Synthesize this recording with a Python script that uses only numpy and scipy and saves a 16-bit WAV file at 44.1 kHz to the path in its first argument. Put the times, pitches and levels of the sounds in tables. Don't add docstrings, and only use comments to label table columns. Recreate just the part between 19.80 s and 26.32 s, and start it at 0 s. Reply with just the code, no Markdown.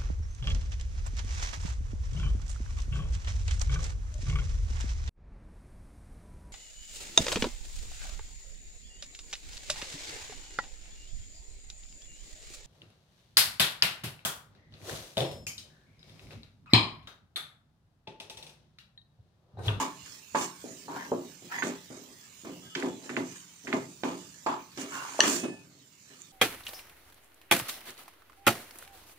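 import sys
import numpy as np
from scipy import signal
from scipy.fft import rfft, irfft, next_fast_len
from scipy.io import wavfile
from scipy.ndimage import uniform_filter1d

SR = 44100
rng = np.random.default_rng(int(sys.argv[2]) if len(sys.argv) > 2 else 0)


def generate_wav(sig):
    pcm = np.round(np.clip(np.atleast_2d(sig).T, -1, 1) * 32767).astype(np.int16)
    wavfile.write(sys.argv[1], SR, pcm)


def level_to_linear(level):
    exponent = np.asarray(level, float) / 20
    return 10 ** exponent


N = 287532

# f/Hz, level/dB per Hz
KITCHEN = [(15, -67), (25, -9), (209, -4), (282, -21), (399, -14), (920, -26), (1530, -24.5), (1710, -22.5),
           (2930, -15), (4380, -16), (5890, -24), (6740, -30.5), (15500, -28)]
# t/s, level/dB
SIZZLE = [(0.0, -50), (2.72, -51), (3.19, -54), (4.99, -52), (5.19, -64), (5.48, -83), (5.771, -60),
          (6.52, -55.5)]
# f/Hz, correlation/1
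SAME = [(60, 0.89), (180, 0.84), (550, 0.28), (1650, -1.26), (4970, 0.7), (15000, -0.31)]
# f/Hz, left-right/dB
PORTS = [(60, -0.5), (250, -1.3), (600, 1.1), (1300, -1.5), (2600, -1), (4200, -4), (6500, -16), (8500, 1),
         (10500, 0.5), (13000, -6.5), (15500, -20.5)]

# level/dB on stand, wall, edge, grit, stove
REST_DB = [-75, -72, -66, -59.5, -74]
# t/s, hold/s, stand level/dB, wall level/dB, edge level/dB
STROKES = [(0.0, 0.045, -34.5, -33.5, -37), (.255, 0.06, -74, -78, -51.5),
           (0.557, 0.077, -34, -31.5, -36.5), (.84, 0.065, -41.5, -79, -77), (1.082, 0.26, -41.5, -42, -74),
           (1.31, 0.084, -33.5, -45.5, -65), (1.618, 0.02, -50, -71, -60), (1.83, 0.1, -35, -43.5, -41),
           (2.096, 0.42, -44.5, -57, -58.5), (2.644, 0.051, -40.5, -50.5, -51.5),
           (2.827, 0.038, -55, -81, -78), (2.954, 0.079, -38.5, -45, -42.5), (3.025, 0.06, -30, -43.5, -48),
           (3.293, 0.045, -37, -55, -47), (3.363, 0.0043, -28.5, -37, -43), (3.871, 0.057, -37, -48, -47),
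           (3.928, 0.0092, -25.5, -35, -40.5), (4.23, 0.086, -31.5, -37, -42.5),
           (4.661, 0.072, -37, -29.5, -42.5), (4.976, 0.098, -38.5, -51, -45),
           (5.39, 0.049, -35, -32, -50.5), (5.436, 0.023, -29.5, -31.5, -28), (5.643, 0.012, -29, -47, -46),
           (6.302, 0.05, -60, -71, -60)]
# middle t/s, length/s, stand level/dB, metal level/dB, grit level/dB
SLIDES = [(0.0, 0.17, -48, -48, -39.5), (0.31, 0.27, -64.5, -63.5, -54.5), (0.62, 0.17, -46, -49, -38),
          (0.887, 0.5, -72, -62, -55), (1.26, 0.75, -52, -71, -65), (1.79, 0.24, -52.5, -59, -68),
          (1.872, 0.11, -34, -59, -45), (2.756, 0.18, -50.5, -92, -80), (3.26, 0.14, -48, -55.5, -61),
          (3.54, 0.34, -82, -57.5, -55), (3.852, 0.04, -49, -69, -58), (4.37, 0.61, -63, -64, -59),
          (5.013, 0.11, -57.5, -47.5, -45.5), (5.145, 0.13, -51.5, -51, -47.5),
          (5.303, 0.94, -56.5, -50, -50.5), (5.441, 0.13, -43, -35.5, -53), (5.51, 0.27, -34, -39, -31.5),
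          (5.854, 0.83, -64, -72, -104), (6.351, 0.68, -68.5, -65.5, -60.5)]
# rate/(dB/s) on stand, wall, edge, grit, stove
RELEASE_DB_PER_S = [180, 197, 180, 130, 81.4]
# f/Hz, level/dB per Hz
DRAG = [(24, -72), (40, -48.5), (241, 0.5), (287, 9), (317, -4), (397, -3), (562, -6), (881, -8.5),
        (1220, -15), (1820, -16.5), (4570, -21.5), (6980, -14.5), (9900, -22), (10900, -32), (15500, -31)]
# f/Hz, level over the drag/dB, t60/s
POT = [(136, 21, 1), (178.2, 14, 0.83), (249, -2, 0.095), (300, -5, 0.91), (353.8, 9.5, 0.26),
       (397, 8.5, 0.17), (520, -4, 0.12), (649, 2.5, 0.12), (815, -8, 0.33), (881, 8.5, 0.35),
       (980, 2.5, 0.092), (1033, 2, 0.039), (1183, 5.5, 0.021), (1580, 0, 0.38), (1726, 0, 0.095),
       (2260, 3, 0.25), (2460, 5.5, 0.15), (2900, 6.5, 0.35), (3335, 5, 0.3), (3590, 4, 0.36),
       (4480, 6, 0.036), (5010, 6.5, 0.11), (6050, -2, 0.083), (5400, 5, 0.27), (6750, 1, 0.41),
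       (7100, 5, 0.08), (7400, 8, 0.067), (8560, 14.5, 0.47)]
EDGES_HZ = [150, 760, 1400, 4000, 16500]

# t/s, peak level/dB, f/Hz, spread/share of f, t60/s
KNOCKS = [(0.547, -16.5, 852, 0.63, 0.053), (0.552, -22.5, 843, 0.25, 0.034), (0.841, -32, 418, 0.2, 0.045),
          (1.082, -31, 840, 0.31, 0.045), (1.3177, -17.5, 540, 0.4, 0.058),
          (2.103, -37.5, 407, 0.32, 0.042), (2.648, -36, 690, 0.78, 0.016), (4.235, -19, 592, 0.36, 0.013),
          (4.6628, -21, 858, 0.58, 0.036), (4.667, -22, 827, 0.18, 0.14), (4.974, -37.5, 345, 0.26, 0.036),
          (5.392, -13.5, 696, 0.18, 0.051), (5.63, -30, 330, 0.22, 0.02)]
CRACKS = [(1.7858, -26, 1840, 0.05, 0.04), (1.8233, -18, 1775, 0.29, 0.038),
          (2.9517, -21.5, 2063, 0.16, 0.044), (3.0252, -21.5, 1950, 0.13, 0.022),
          (3.294, -26, 1810, 0.22, 0.042), (3.367, -15, 2060, 0.15, 0.013),
          (3.8715, -27.5, 2030, 0.16, 0.072), (3.9282, -16.5, 1874, 0.2, 0.021),
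          (4.2349, -20.5, 1720, 0.43, 0.011), (4.9745, -34, 2550, 0.92, 0.015)]
TICKS = [(2.9512, -21.5, 3030, 0.45, 0.023), (3.001, -31, 3000, 0.72, 0.014),
         (3.371, -41, 3100, 0.3, 0.014), (3.9293, -28, 3730, 0.068, .02), (4.236, -26, 3500, .12, .02),
         (4.664, -35, 4620, 0.023, 0.04), (6.419, -34, 7050, 0.054, 0.023)]
SLAP = [(5.4047, -12, 4400, .014, .03), (5.4047, -10.5, 5850, .014, .03), (5.4048, -16, 6450, .012, .028),
        (5.4049, -21, 8300, .04, .018), (5.405, -10.5, 2900, 0.022, 0.05), (5.4052, -14, 1770, 0.03, 0.075)]
CATCHES = [(1.167, -31, 875, .08, .03), (1.718, -37, 1420, 0.033, .04), (1.743, -32, 1770, 0.041, .035),
           (1.756, -32, 1800, 0.057, .03), (5.112, -41, 1014, .15, .03), (5.177, -26.5, 1120, 0.12, .03),
           (5.199, -42, 1246, 0.28, .025), (5.219, -38, 1030, 0.055, .03), (5.25, -33.5, 960, 0.072, .03),
           (5.292, -33.5, 940, 0.047, .03), (5.347, -32, 910, .2, .03)]
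BUMPS = [(1.849, -29, 300, 0.24, 0.095), (2.635, -45, 300, 0.34, 0.077), (2.957, -38, 382, 0.024, 0.2),
         (2.979, -30.5, 370, 0.021, .12), (3.371, -27.5, 389, 0.069, 0.17), (1.322, -31.5, 402, 0.13, .15),
         (4.24, -32.5, 364, .05, .15), (3.064, -35, 300, 0.068, 0.081), (3.144, -38, 272, 0.091, .07),
         (3.18, -46, 285, .1, .07), (5.434, -32.5, 300, 0.094, 0.08), (5.466, -27, 340, 0.19, 0.086),
         (5.491, -33, 300, 0.1, .07), (5.516, -41, 285, 0.15, .05), (5.545, -39.5, 290, .1, 0.066),
         (5.648, -28.5, 284, 0.058, 0.12)]
PAN_DB = [-1.2, -6, -1.5, 7, -1.5, -.8]
LEAD_S = [.00003, .0001, .0001, .00021, 0, .0001]

# f/Hz, level/dB, t60/s
BELL = [(882, 1, 0.14), (999, -6, 0.31), (1086.4, -12.5, 0.49), (1128, -13, 0.31), (1615, -13.5, 0.18)]
# t/s, level/dB
BELL_HITS = [(0, -25.5), (0.547, -24.5), (1.319, -39), (4.236, -37), (4.666, -27.5)]
# t/s, low level/dB, low centre f/Hz, upper level/dB, upper centre f/Hz
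SCRAPES = [
    [(1.085, -44, 930, -62, 1400), (1.15, -41, 960, -54, 1400), (1.17, -39, 930, -45, 1420),
     (1.2, -45, 1000, -44, 1800), (1.245, -50, 1000, -44, 1650), (1.29, -56, 1000, -56, 1600)],
    [(1.69, -58, 820, -62, 1400), (1.712, -44, 850, -46, 1400), (1.724, -43, 950, -38, 1420),
     (1.742, -40, 975, -39, 1780), (1.76, -41, 975, -38, 1780), (1.775, -48, 975, -46, 1800),
     (1.788, -41, 975, -38, 1850), (1.822, -46, 975, -50, 1800)],
    [(5.108, -50, 1000, -56, 1350), (5.125, -42, 1050, -47, 1380), (5.18, -40, 1090, -45, 1400),
     (5.22, -41, 1060, -47, 1300), (5.29, -47, 1000, -54, 1300), (5.38, -52, 890, -56, 1300)],
]
RASP_HZ = [770, 826, 952, 1082, 1180, 1328, 1420, 1580, 1770, 1963, 2340]
# t/s, f/Hz, level/dB
SQUEAK = [(2.79, 3400, -74), (2.835, 3395, -63), (2.9, 3400, -56), (2.955, 3415, -55), (2.98, 3420, -64),
          (3.2, 3420, -68)]
# t/s, f/Hz, level/dB
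RING_LOW = [(5.66, 1760, -70), (5.71, 1750, -63), (5.77, 1750, -69), (5.82, 1750, -82)]
RING_MID = [(5.57, 2560, -58), (5.61, 2555, -48), (5.68, 2550, -53), (5.78, 2550, -63), (5.85, 2550, -76)]
RING_TOP = [(5.56, 8620, -58), (5.62, 8630, -56), (5.7, 8630, -66), (5.83, 8630, -74)]
# t/s, f/Hz, level/dB
OVERTONES = [
    [(2.82, 1620, -79), (2.86, 1610, -68), (2.91, 1600, -73)],
    [(2.82, 1253, -70), (2.92, 1303, -73), (2.95, 1270, -53)],
    [(2.82, 2950, -65), (2.88, 2880, -66), (2.95, 3020, -56)],
    [(1.71, 4940, -53), (1.74, 4900, -72), (1.82, 4820, -58)],
    [(1.71, 3350, -68), (1.76, 3330, -67), (1.82, 3380, -58)],
    [(1.71, 6560, -85), (1.76, 6690, -63), (1.82, 6540, -47)],
    [(5.11, 2860, -56), (5.2, 2766, -56), (5.3, 2840, -69)],
    [(4.975, 2920, -64), (5.03, 2840, -52), (5.07, 2800, -64)],
]

SAG_DB_PER_S = 75.5
DIG_S = .004
GRIT_UNDER_EDGE_DB, SLIDE_ENDS_DB = -9, -21
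LIFT_S, LIFT_DB = 4.7, -7.5
SHAKE_DB, SHAKE_SHARE = -54.5, 0.45
WALL_SHARE = 0.06
SLIDE_SHAKE_DB, SLIDE_WALL_DB = -3, -11


def evened(x):
    return x / np.sqrt(np.mean(x ** 2) + 1e-20)


def read(points, hz):
    f, value = np.transpose(points)
    return np.interp(np.log(hz + 1), np.log(f + 1), value)


def add(mix, s, sound):
    part = mix[:, round(s * SR):][:, :sound.shape[1]]
    part += sound[:, :part.shape[1]]


def drift(shape, span):
    smooth = uniform_filter1d(rng.standard_normal(shape), span, -1)
    return evened(uniform_filter1d(smooth, span, -1))


def causal(gain):
    log_gain = np.log(np.maximum(gain, 1e-5 * gain.max()))
    mirrored = np.r_[log_gain, log_gain[-2:0:-1]]
    return np.exp(np.conj(signal.hilbert(mirrored)))[:len(gain)]


def resonate(x, hz, width):
    turn = np.exp(2j * np.pi * np.cumsum(hz) / SR)
    r = np.exp(-np.pi * width / SR)
    return 2 * (turn * signal.lfilter([1 - r], [1, -r], x / turn)).real


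def kitchen():
    frames, hz = N // 256 + 5, np.fft.rfftfreq(1024, 1 / SR)
    a, b, c, d = rng.standard_normal((frames, 513, 4)).T
    patches = evened(uniform_filter1d(drift((513, frames), 6), 8, 0))
    same = np.clip(read(SAME, hz), -1, 1)[:, None]
    left = a + 1j * b
    right = same * left + np.sqrt(1 - same ** 2) * (c + 1j * d)
    z = np.array([left, right])
    z *= level_to_linear(read(KITCHEN, hz)[:, None] + 3.4 * patches + 0.33 * drift(frames, 3))
    z *= level_to_linear(np.array([[[-2.5]], [[2.5]]]) * np.clip(hz / 5000, 0, 1)[:, None])
    s, db = np.transpose(SIZZLE)
    level = level_to_linear(np.interp(np.arange(N) / SR, s, db) - 7.5)
    return level * evened(signal.istft(z, nperseg=1024, noverlap=768)[1][:, :N])


def rumble(level_db):
    hz = np.fft.rfftfreq(N, 1 / SR)
    one, *own = rng.standard_normal((3, N))
    colour = (hz / 150) ** 2.47 / (1 + (hz / 170) ** 7)
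    low = irfft(rfft(one + 0.14 * np.array(own)) * colour, N)
    return level_to_linear(uniform_filter1d(level_db, 900) + 1.8 * drift(N, 2000)) * evened(low)


def room(x, t60):
    taps = np.zeros((2, SR // 2))
    at = np.arange(120, SR // 2 - 20, 20) + rng.integers(0, 20, (2, (SR // 2 - 121) // 20))
    np.put_along_axis(taps, at, rng.choice([-1., 1.], at.shape), 1)
    tail = taps * level_to_linear(-60 * np.arange(SR // 2) / SR / t60)
    return signal.fftconvolve(x, tail / np.linalg.norm(tail[0]), axes=1)[:, :N]


def squeak(rows, fuzzy):
    s, hz, db = np.transpose(rows)
    t = np.arange(s[0], s[-1], 1 / SR)
    level = level_to_linear(np.interp(t, s, db) + 1.5 * drift(len(t), 250)) * signal.windows.tukey(len(t), .2)
    hz = np.interp(t, s, hz)
    tone = np.sqrt(2) * np.sin(2 * np.pi * np.cumsum(hz) / SR + np.array([[.7], [0]]))
    fuzz = evened(resonate(rng.standard_normal((2, len(t))), hz, 60))
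    return s[0], level * (tone + fuzzy * fuzz) * level_to_linear(np.array([[0], [3]]))


def bell(db):
    t = np.arange(SR // 2) / SR
    out = np.zeros((2, len(t)))
    for hz, mode_db, t60 in BELL:
        phase = 2 * np.pi * rng.random((2, 1, 1)) + np.array([[1.6], [0]])
        mode = np.sin(2 * np.pi * hz * t + phase[0])
        twin = .4 * np.sin(2 * np.pi * hz * 1.013 * t + phase[1])
        out += level_to_linear(db + mode_db - 60 * t / t60) * (mode + twin)
    return out * (1 - np.exp(-t / 0.00071))


def scrape(rows):
    s, *columns = np.transpose(rows)
    t = np.arange(s[0], s[-1], 1 / SR)
    low_db, low_hz, upper_db, upper_hz = (np.interp(t, s, c) for c in columns)
    one, *own = rng.standard_normal((3, len(t)))
    rub = (0.6 * one + np.array(own)) * level_to_linear(3.2 * drift(len(t), 80))
    out = np.zeros((2, len(t)))
    for hz in RASP_HZ:
        near = sum(level_to_linear(db) * np.exp(-.5 * (np.log(hz / centre) / reach) ** 2)
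                   for db, centre, reach in ((low_db, low_hz, .08), (upper_db, upper_hz, .09)))
        out += near * evened(resonate(rub, hz * np.ones(len(t)), width=50))
    return s[0], level_to_linear(-4) * out * signal.windows.tukey(len(t), .1)


def knock(db, hz, spread, t60, pan_db, lead_s):
    t = np.arange(4000) / SR
    jitter, phase, turn = rng.standard_normal((3, 20, 1))
    place = np.linspace(-2, 2, 20)[:, None] + .08 * jitter
    tone_hz = hz * np.exp(spread * place)
    angle = 2 * np.pi * tone_hz * t + .4 * phase
    weight = np.exp(-place ** 2 / 2)
    left = (weight * np.sin(angle + 2 * np.pi * tone_hz * lead_s)).sum(0)
    right = (weight * np.sin(angle + .4 * turn)).sum(0)
    blow = np.array([left, right]) * level_to_linear(-60 * t / max(t60, .004)) * (1 - np.exp(-t * hz / .7))
    return blow / abs(blow[1]).max() * level_to_linear(db + np.array([[.5], [-.5]]) * pan_db)


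def shaken(stand_db, wall_db):
    return SHAKE_DB + SHAKE_SHARE * (stand_db + 44) - WALL_SHARE * (wall_db + 45.0)


def pressure():
    t = np.arange(0, N + 64, 64) / SR
    lift_db = LIFT_DB * np.clip((t - LIFT_S) / 0.032, 0, 1)
    power = level_to_linear(np.array(REST_DB)[:, None] + lift_db) ** 2
    blows = np.array(KNOCKS + CRACKS)[:, 0]
    for s, hold, stand_db, wall_db, edge_db in STROKES:
        s = min([b for b in blows if abs(b - s) < .015] or [s - DIG_S])
        top_db = np.array([[stand_db], [wall_db], [edge_db], [edge_db + GRIT_UNDER_EDGE_DB],
                           [shaken(stand_db, wall_db)]])
        sag_db = SAG_DB_PER_S * np.clip(t - s, 0, hold)
        fall_db = sag_db + np.outer(RELEASE_DB_PER_S, np.maximum(t - s - hold, 0))
        power += np.clip((t - s) / DIG_S, 0, 1) ** 2 * level_to_linear(top_db - fall_db) ** 2
    for s, length, stand_db, metal_db, grit_db in SLIDES:
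        top_db = np.array([[stand_db], [metal_db + SLIDE_WALL_DB], [metal_db], [grit_db],
                           [shaken(stand_db, metal_db) + SLIDE_SHAKE_DB]])
        power += level_to_linear(top_db + np.maximum(SLIDE_ENDS_DB * (2 * (t - s) / length) ** 2, -99)) ** 2
    return np.repeat(10 * np.log10(power), 64, axis=1)[:, :N]


def drag(levels_db):
    size = 2 * next_fast_len(N // 2 + SR)
    hz = np.fft.rfftfreq(size, 1 / SR)
    modes = 1 + sum(level_to_linear(db) * 1.1 / t60 / (1.1 / t60 + 1j * (hz - f)) for f, db, t60 in POT)
    slips = level_to_linear(4.5 * np.minimum(rng.exponential(1, N), 4)) * (rng.random(N) < 2500 / SR)
    judder = drift(N, 150)
    lumps_db = [0.99, 0.97, 1.8, 1.3]
    grit_shares = [0.09, 0.22, 0.25, 0.55]
    port_likeness = [0.91, 0.069, 0.25, 0.088]
    out = np.zeros((2, N))
    for db, lo, hi, lumpy_db, gritty, alike in zip(levels_db, EDGES_HZ, EDGES_HZ[1:],
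                                                   lumps_db, grit_shares, port_likeness):
        band = np.sqrt((1 + (lo / (hz + 1)) ** 12) * (1 + (hz / hi) ** 12))
        part = modes * causal(level_to_linear(read(DRAG, hz)) / band)
        part = part / np.sqrt(np.mean(abs(part) ** 2))
        one, own = rng.standard_normal(N), rng.standard_normal((2, N))
        one = evened(one * (1 - gritty + gritty * evened(slips)))
        contact = np.sqrt(alike) * one + np.sqrt(1 - alike) * own
        out += irfft(rfft(contact * level_to_linear(db + lumpy_db * judder), size) * part, size)[:, :N]
    return out


def scene():
    *contact_db, stove_db = pressure()
    steady = kitchen() + rumble(stove_db) + drag(contact_db)
    struck = np.zeros((2, N))
    sung = [(SQUEAK, .3), (RING_LOW, .12), (RING_MID, .12), (RING_TOP, .2)]
    for rows, fuzzy in sung + [(rows, .7) for rows in OVERTONES]:
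        add(struck, *squeak(rows, fuzzy))
    for s, db in BELL_HITS:
        add(struck, s, bell(db))
    for rows in SCRAPES:
        add(struck, *scrape(rows))
    groups = (KNOCKS, CRACKS, TICKS, SLAP, CATCHES, BUMPS)
    for blows, pan_db, lead_s in zip(groups, PAN_DB, LEAD_S):
        for s, *row in blows:
            add(struck, s, knock(*row, pan_db, lead_s))
    return struck + level_to_linear(-7.0) * room(struck, t60=0.28) + steady


def suppress(x):
    hz, t, z = signal.stft(x, SR, nperseg=1024, noverlap=768)
    band = (hz / 230).astype(int)
    patches = drift((2, band[-1] + 1, len(t)), 11)[:, band]
    depth = np.clip((hz - 500) / 1200, 0, 1)[:, None]
    gain_db = 3.6 * patches - 12 * np.maximum(-patches - 1.7, 0)
    level_db = 10 * np.log10((abs(z) ** 2).sum((0, 1)) + 1e-12)
    quiet = np.clip((-45 - level_db) / 15 + 1, .5, 1)
    return signal.istft(z * level_to_linear(gain_db * depth * quiet), SR, nperseg=1024, noverlap=768)[1][:, :N]


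def top_cut(x):
    return signal.sosfilt(signal.butter(12, 15610, fs=SR, output="sos"), x)


def record(dry):
    hz = np.fft.rfftfreq(N, 1 / SR)
    tilt = level_to_linear(.5 * read(PORTS, hz))
    lag = np.exp(-2j * np.pi * hz * 0.00021)
    ported = irfft(rfft(dry) * np.array([tilt * lag, 1 / tilt]) * (hz < 15600), N)
    ported = signal.sosfilt(signal.butter(2, 90, "high", fs=SR, output="sos"), ported)
    return top_cut(np.clip(suppress(ported), -1, 1))


dry = scene()
out = record(dry)
generate_wav(out)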